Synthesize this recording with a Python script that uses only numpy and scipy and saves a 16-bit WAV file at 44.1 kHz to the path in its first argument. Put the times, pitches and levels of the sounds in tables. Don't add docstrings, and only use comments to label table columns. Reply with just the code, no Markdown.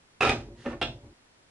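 import sys
import numpy as np
from scipy import signal
from scipy.io import wavfile
from scipy.ndimage import uniform_filter1d

SR = 44100
rng = np.random.default_rng(int(sys.argv[2]) if len(sys.argv) > 2 else 0)


def master_out(mix):
    frames = np.transpose(np.atleast_2d(mix))
    ceiling = np.clip(frames, -1, 1)
    pcm = np.round(ceiling * 32767).astype(np.int16)
    wavfile.write(sys.argv[1], SR, pcm)


def volts_from_decibels(level):
    exponent = np.asarray(level, float) / 20
    return 10 ** exponent


N = 66150
T = np.arange(N) / SR


def evened(x):
    return x / np.sqrt(np.mean(x ** 2) + 1e-20)


def colour(x, points):
    f, db = np.transpose(points)
    hz = abs(np.fft.fftfreq(4096, 1 / SR))
    gain_db = np.interp(np.log(hz + 1), np.log(f + 1), db)
    log_gain = np.maximum(gain_db, -100) * np.log(10) / 20
    spectrum = np.exp(np.conj(signal.hilbert(log_gain)))
    impulse = np.fft.ifft(spectrum).real[:2048]
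    return signal.oaconvolve(x, impulse)[:N]


def curve(rows, axis=1):
    rows = np.transpose(rows)
    return volts_from_decibels(np.interp(T, rows[0], rows[axis], left=-200, right=-200))


def ring(x, modes):
    t = T[:SR // 2]
    struck = sum(volts_from_decibels(db - 60 * t / t60) * np.sin(2 * np.pi * hz * t) for hz, db, t60 in modes)
    return signal.oaconvolve(x, struck)[:N]


def clicks(per_s, spread_db):
    chance = rng.random(N)
    size = np.minimum(rng.exponential(1, N), 4)
    sign = rng.choice([-1., 1.], N)
    return evened((chance < per_s / SR) * sign * volts_from_decibels(spread_db * size))


def blows(rows, axis=1):
    x = np.zeros(N)
    for row in rows:
        x[round(row[0] * SR)] += volts_from_decibels(row[axis])
    return x


# [f/Hz, level/dB per Hz]
HUSH_COLOUR = [(15, -2), (40, -3), (90, -2), (180, -3), (700, -9), (1400, -11), (2000, -12), (2800, -15.5),
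               (5600, -20), (11000, -27), (14300, -65), (22000, -120)]
# [f/Hz, level/dB]
HUSH_WIDTH = [(60, -61), (140, -7), (340, -4.5), (820, 0.5), (1950, 1.5), (4660, 4), (11100, 4)]
HUSH_DB = -64.5


def air():
    middle, other = (colour(noise, HUSH_COLOUR) for noise in rng.standard_normal((2, N)))
    return volts_from_decibels(HUSH_DB) / np.std(middle) * np.array([middle, colour(other, HUSH_WIDTH)])


# [f/Hz, t60/s]
ROOM_DECAY = [(100, 0.39), (400, 0.34), (1200, 0.24), (3000, 0.22), (6000, 0.32), (11000, 0.21)]


def room(x):
    echoes = np.zeros(SR // 2)
    at = np.arange(120, SR // 2 - 20, 20)
    echoes[at + rng.integers(0, 20, len(at))] = rng.choice([-1., 1.], len(at))
    hz, t, bands = signal.stft(echoes, SR, nperseg=256)
    f, t60 = np.transpose(ROOM_DECAY)
    decay = volts_from_decibels(-60 * t / np.interp(hz, f, t60)[:, None])
    tail = signal.istft(bands * decay, SR, nperseg=256)[1]
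    return signal.oaconvolve(x, tail / np.linalg.norm(tail))[:N]


# [f/Hz, level/dB, t60/s]
BENCH_MODES = [(50.3, -7, 0.28), (79.2, -11.5, 0.36), (104.4, -1.5, 0.16), (120.8, -8, 0.13),
               (202.7, -16, 0.17), (259, -4, 0.049), (304.4, -4, 0.2), (353, 2.5, 0.21), (406.4, 2.5, 0.07),
               (511, -5, 0.074), (568.2, -1.5, 0.15), (624, -8.5, 0.05), (710.4, -7, 0.13),
               (787, -7.5, 0.12), (933, -9, 0.078)]
# [t/s, level/dB on the upper modes, level/dB on the boom]
BENCH_LOAD = [(0.203, -70, -70), (0.213, -34, -28.5), (0.267, -31.5, -32), (0.3, -28, -38),
              (0.327, -36, -33), (.41, -61, -39), (0.447, -52, -49), (.49, -47.5, -56), (0.53, -53.5, -52),
              (0.615, -59.5, -47), (0.648, -44, -60), (0.662, -31, -50), (.7, -48.5, -41), (0.74, -41, -51),
              (0.795, -70, -58), (0.813, -72, -47), (0.82, -40, -59), (.87, -45.5, -44), (.93, -52, -50.5),
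              (1.017, -57, -64), (1.045, -47, -40), (1.087, -59.5, -56), (1.13, -72, -54)]
# [t/s, level/dB on the upper modes, level/dB on the boom]
BENCH_THUDS = [(0.208, -34, -47), (0.25, -42, -35), (0.29, -38.5, -28.5), (.335, -36.5, -42),
               (.38, -48, -32), (.41, -50.5, -42), (.47, -55, -43), (.487, -53.5, -53), (.507, -64, -42),
               (.585, -62, -56), (0.66, -48, -37), (0.667, -37.5, -55), (0.679, -47, -51), (.703, -50, -41),
               (.738, -47, -36.5), (0.817, -37, -32.5), (0.838, -49, -33), (.888, -48, -32.5),
               (0.945, -64, -40.5), (.985, -59, -62), (1.032, -59.5, -45), (1.108, -62.5, -56)]
# [time/s as the upper modes feel it, time/s as the boom feels it]
CONTACT_LENGTH = [0.00076, 0.0039]
BUMPS_PER_S, BUMP_SPREAD_DB, BUMP_TRIM_DB = 900, 2.5, -3
BOOM_TOP_HZ = 230


def bench():
    bumps, out = clicks(BUMPS_PER_S, BUMP_SPREAD_DB), np.zeros(N)
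    for axis, low in enumerate((False, True), start=1):
        modes = [mode for mode in BENCH_MODES if (mode[0] < BOOM_TOP_HZ) == low]
        rumble = ring(bumps * curve(BENCH_LOAD, axis=axis), modes) / np.std(ring(bumps, modes))
        thuds = ring(blows(BENCH_THUDS, axis=axis), modes)
        soft = np.hanning(round(CONTACT_LENGTH[low] * SR) + 3)
        out += np.convolve(volts_from_decibels(BUMP_TRIM_DB) * rumble + thuds, soft / soft.sum())[:N]
    return out


# [t/s, level/dB]
SLIDE_LEVEL = [(.54, -87), (.58, -63.5), (.62, -58), (.67, -57), (.72, -58.5), (.77, -98)]
# [f/Hz, level/dB per Hz]
SLIDE_SPECTRUM = [(530, -37), (900, -6), (1380, -5), (1910, 1.5), (2330, -9), (2570, -3), (2850, -4.5),
                  (4150, -7.5), (11000, -23.5), (14300, -47), (22000, -120)]
# [f/Hz, level/dB, t60/s]
PIECE_MODES = [(253, 1.5, 0.092), (575, -2.5, 0.094), (654, -6, 0.15), (850, -19, 0.11), (1100, -13, 0.12),
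               (1290, -6.5, 0.028), (1330, -6, 0.027), (1770, -3, 0.033), (2080, -5, 0.019),
               (2780, -15, 0.027)]
# [t/s, level/dB]
PIECE_TAPS = [(.653, -49), (.6597, -37), (.6636, -37), (.6675, -39.5), (.6795, -50), (.71, -46),
              (.722, -52), (.731, -43.5), (.745, -53)]
# [t/s, level/dB]
TUMBLE_LEVEL = [(0.645, -62), (0.661, -35), (0.701, -49.5), (.725, -45), (0.745, -53.5), (0.787, -83),
                (0.8, -80)]
# [f/Hz, level/dB per Hz]
TUMBLE_SPECTRUM = [(290, -30), (500, 1.5), (520, 1), (569, -4), (1090, -5.5), (1540, -7.5), (2180, -16.5),
                   (2330, -14), (2520, -11), (11000, -81), (14300, -80.5), (22000, -120)]


def wood():
    slide = curve(SLIDE_LEVEL) * evened(colour(clicks(6000, 1.7), SLIDE_SPECTRUM))
    taps = ring(blows(PIECE_TAPS), PIECE_MODES)
    tumble = curve(TUMBLE_LEVEL) * evened(colour(clicks(2500, 2.2), TUMBLE_SPECTRUM))
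    return slide + taps + tumble


# [f/Hz, level/dB, t60/s]
CLAMP_MODES = [(647, -8, .17), (675, -10.5, 0.14), (720, -4.5, 0.14), (845, -14, .1), (977, -12.5, 0.096),
               (1270, -23, .07), (1516, -18, 0.087), (1386, -3, 0.042), (2120, -15.5, 0.067),
               (2520, -7.5, 0.076), (2760, -2.5, 0.076), (2925, -8, 0.08), (3340, 0, 0.05),
               (3550, -3, 0.084), (3590, -10, .05), (3870, -20, 0.037), (4170, -20, 0.074),
               (5292, -20, 0.07), (5550, -43, 0.033), (7730, -26, 0.05)]
# [t/s, level/dB]
CLAMP_CLACKS = [(.8145, -40), (.8175, -24), (.8205, -32), (.8235, -35.5), (.828, -18), (.8375, -34),
                (.849, -43), (.863, -42), (.872, -42), (.881, -48)]
# [f/Hz, level/dB per Hz]
CRACKLE_SPECTRUM = [(290, -28), (500, -5.5), (700, -1.5), (1070, -13.5), (1690, -7), (1850, -14),
                    (3390, -3), (4390, -17.5), (5400, -26.5), (11000, -61), (14300, -84), (22000, -120)]
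CRACKLE_START_DB, CRACKLE_T60_S = -26, 0.12


def clamp():
    after = T - CLAMP_CLACKS[0][0]
    decay = (after > 0) * volts_from_decibels(CRACKLE_START_DB - 60 * np.maximum(after, 0) / CRACKLE_T60_S)
    crackle = decay * evened(colour(clicks(5000, 2.7), CRACKLE_SPECTRUM))
    return ring(blows(CLAMP_CLACKS), CLAMP_MODES) * volts_from_decibels(-11) + crackle


# [t/s, squeal f/Hz, squeal level/dB, clatter level/dB]
SKID_COURSE = [(.2055, 1293, -55, -48), (.21, 1288, -20.5, -25.5), (.216, 1287, -30, -33),
               (.23, 1282, -28.5, -24.5), (.241, 1259, -33, -27), (.246, 1267, -53, -36),
               (.251, 1251, -22.5, -25), (.258, 1243, -45, -30.5), (.275, 1255, -44, -26),
               (.289, 1240, -60, -33), (.295, 1246, -20.5, -20.5), (.3, 1287, -38, -27),
               (.308, 1244, -51, -49), (.32, 1177, -65, -30), (.35, 1235, -67, -53), (.42, 1210, -81, -55)]
# [multiple of the squeal frequency, relative level/dB]
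SQUEAL_OVERTONES = [(1, 2.5), (2, 2.5), (3, -21), (4, -22), (5, -25)]
# [f/Hz, level/dB per Hz]
CLATTER_SPECTRUM = [(290, -37.5), (500, -7.5), (786, -7.5), (1110, -16), (1270, -10.5), (2130, -16.5),
                    (2450, -11.5), (3100, -18), (3760, -18.5), (4510, -28), (11000, -45.5), (14300, -64),
                    (22000, -120)]
# [f/Hz, level/dB, t60/s]
BOARD_MODES = [(431.6, -0.5, 0.08), (790.6, -5.5, .11), (1255, -1.5, 0.082), (1323, -2, 0.062),
               (1672, -5.5, .04), (1903, -7.5, 0.053), (2492, 2, .05), (2662, -6, 0.042),
               (3734, -11.5, 0.053), (4980, -19, 0.062)]
# [t/s, level/dB]
BOARD_KNOCKS = [(.2075, -29.5), (.2105, -24), (.216, -34.5), (.223, -31), (.23, -25), (.237, -28.5),
                (.248, -28), (.251, -25.5), (.271, -33.5), (.293, -30.5), (.2955, -25.5), (.307, -31)]
SQUEAL_WOBBLE, SQUEAL_FLUTTER = 0.032, 0.34


def skid():
    t, hz = np.transpose(SKID_COURSE)[:2]
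    wobble, flutter = (evened(uniform_filter1d(noise, 60)) for noise in rng.standard_normal((2, N)))
    turns = np.cumsum(np.interp(T, t, hz) * (1 + SQUEAL_WOBBLE * wobble)) / SR
    tone = evened(sum(volts_from_decibels(db) * np.cos(2 * np.pi * k * turns) for k, db in SQUEAL_OVERTONES))
    squeal = curve(SKID_COURSE, axis=2) * tone * (1 + SQUEAL_FLUTTER * flutter)
    clatter = curve(SKID_COURSE, axis=3) * evened(colour(clicks(6000, 1.85), CLATTER_SPECTRUM))
    return squeal + clatter + ring(blows(BOARD_KNOCKS), BOARD_MODES)


# [f/Hz, level/dB]
ECHO_WIDTH = [(60, -31.5), (130, -38), (270, -31), (560, -19.5), (1190, -7.5), (2500, -6.5), (5270, 1),
              (11100, -2.5)]
# [f/Hz, level/dB relative to mid]
SIDE_LEAN = [(100, -36), (500, -19), (1500, -12), (2800, -15), (4000, -6), (11000, -12)]
ROOM_DB = -5


def spread(dry):
    mid = dry + volts_from_decibels(ROOM_DB) * room(dry)
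    side = colour(room(dry), ECHO_WIDTH) - colour(mid, SIDE_LEAN)
    return np.array([mid, side])


BASS_CUT_HZ = 70
CUT_S, CUT_FADE_S = 1.135, 0.0023


def scene():
    dry = bench() + wood() + clamp() + skid()
    dry = signal.sosfilt(signal.butter(2, BASS_CUT_HZ, "high", fs=SR, output="sos"), dry)
    fade = np.clip((CUT_S - T) / CUT_FADE_S, 0, 1)
    mid, side = spread(dry) * fade + air()
    return np.array([mid + side, mid - side])


def band_limit(x):
    return signal.sosfilt(signal.butter(12, 11720, fs=SR, output="sos"), x)


def record(dry):
    lowpass = signal.firwin(511, 11130, window=("kaiser", 9), fs=SR)
    mix = signal.oaconvolve(dry, lowpass[None], "same")
    return band_limit(mix)


dry = scene()
out = record(dry)
master_out(out)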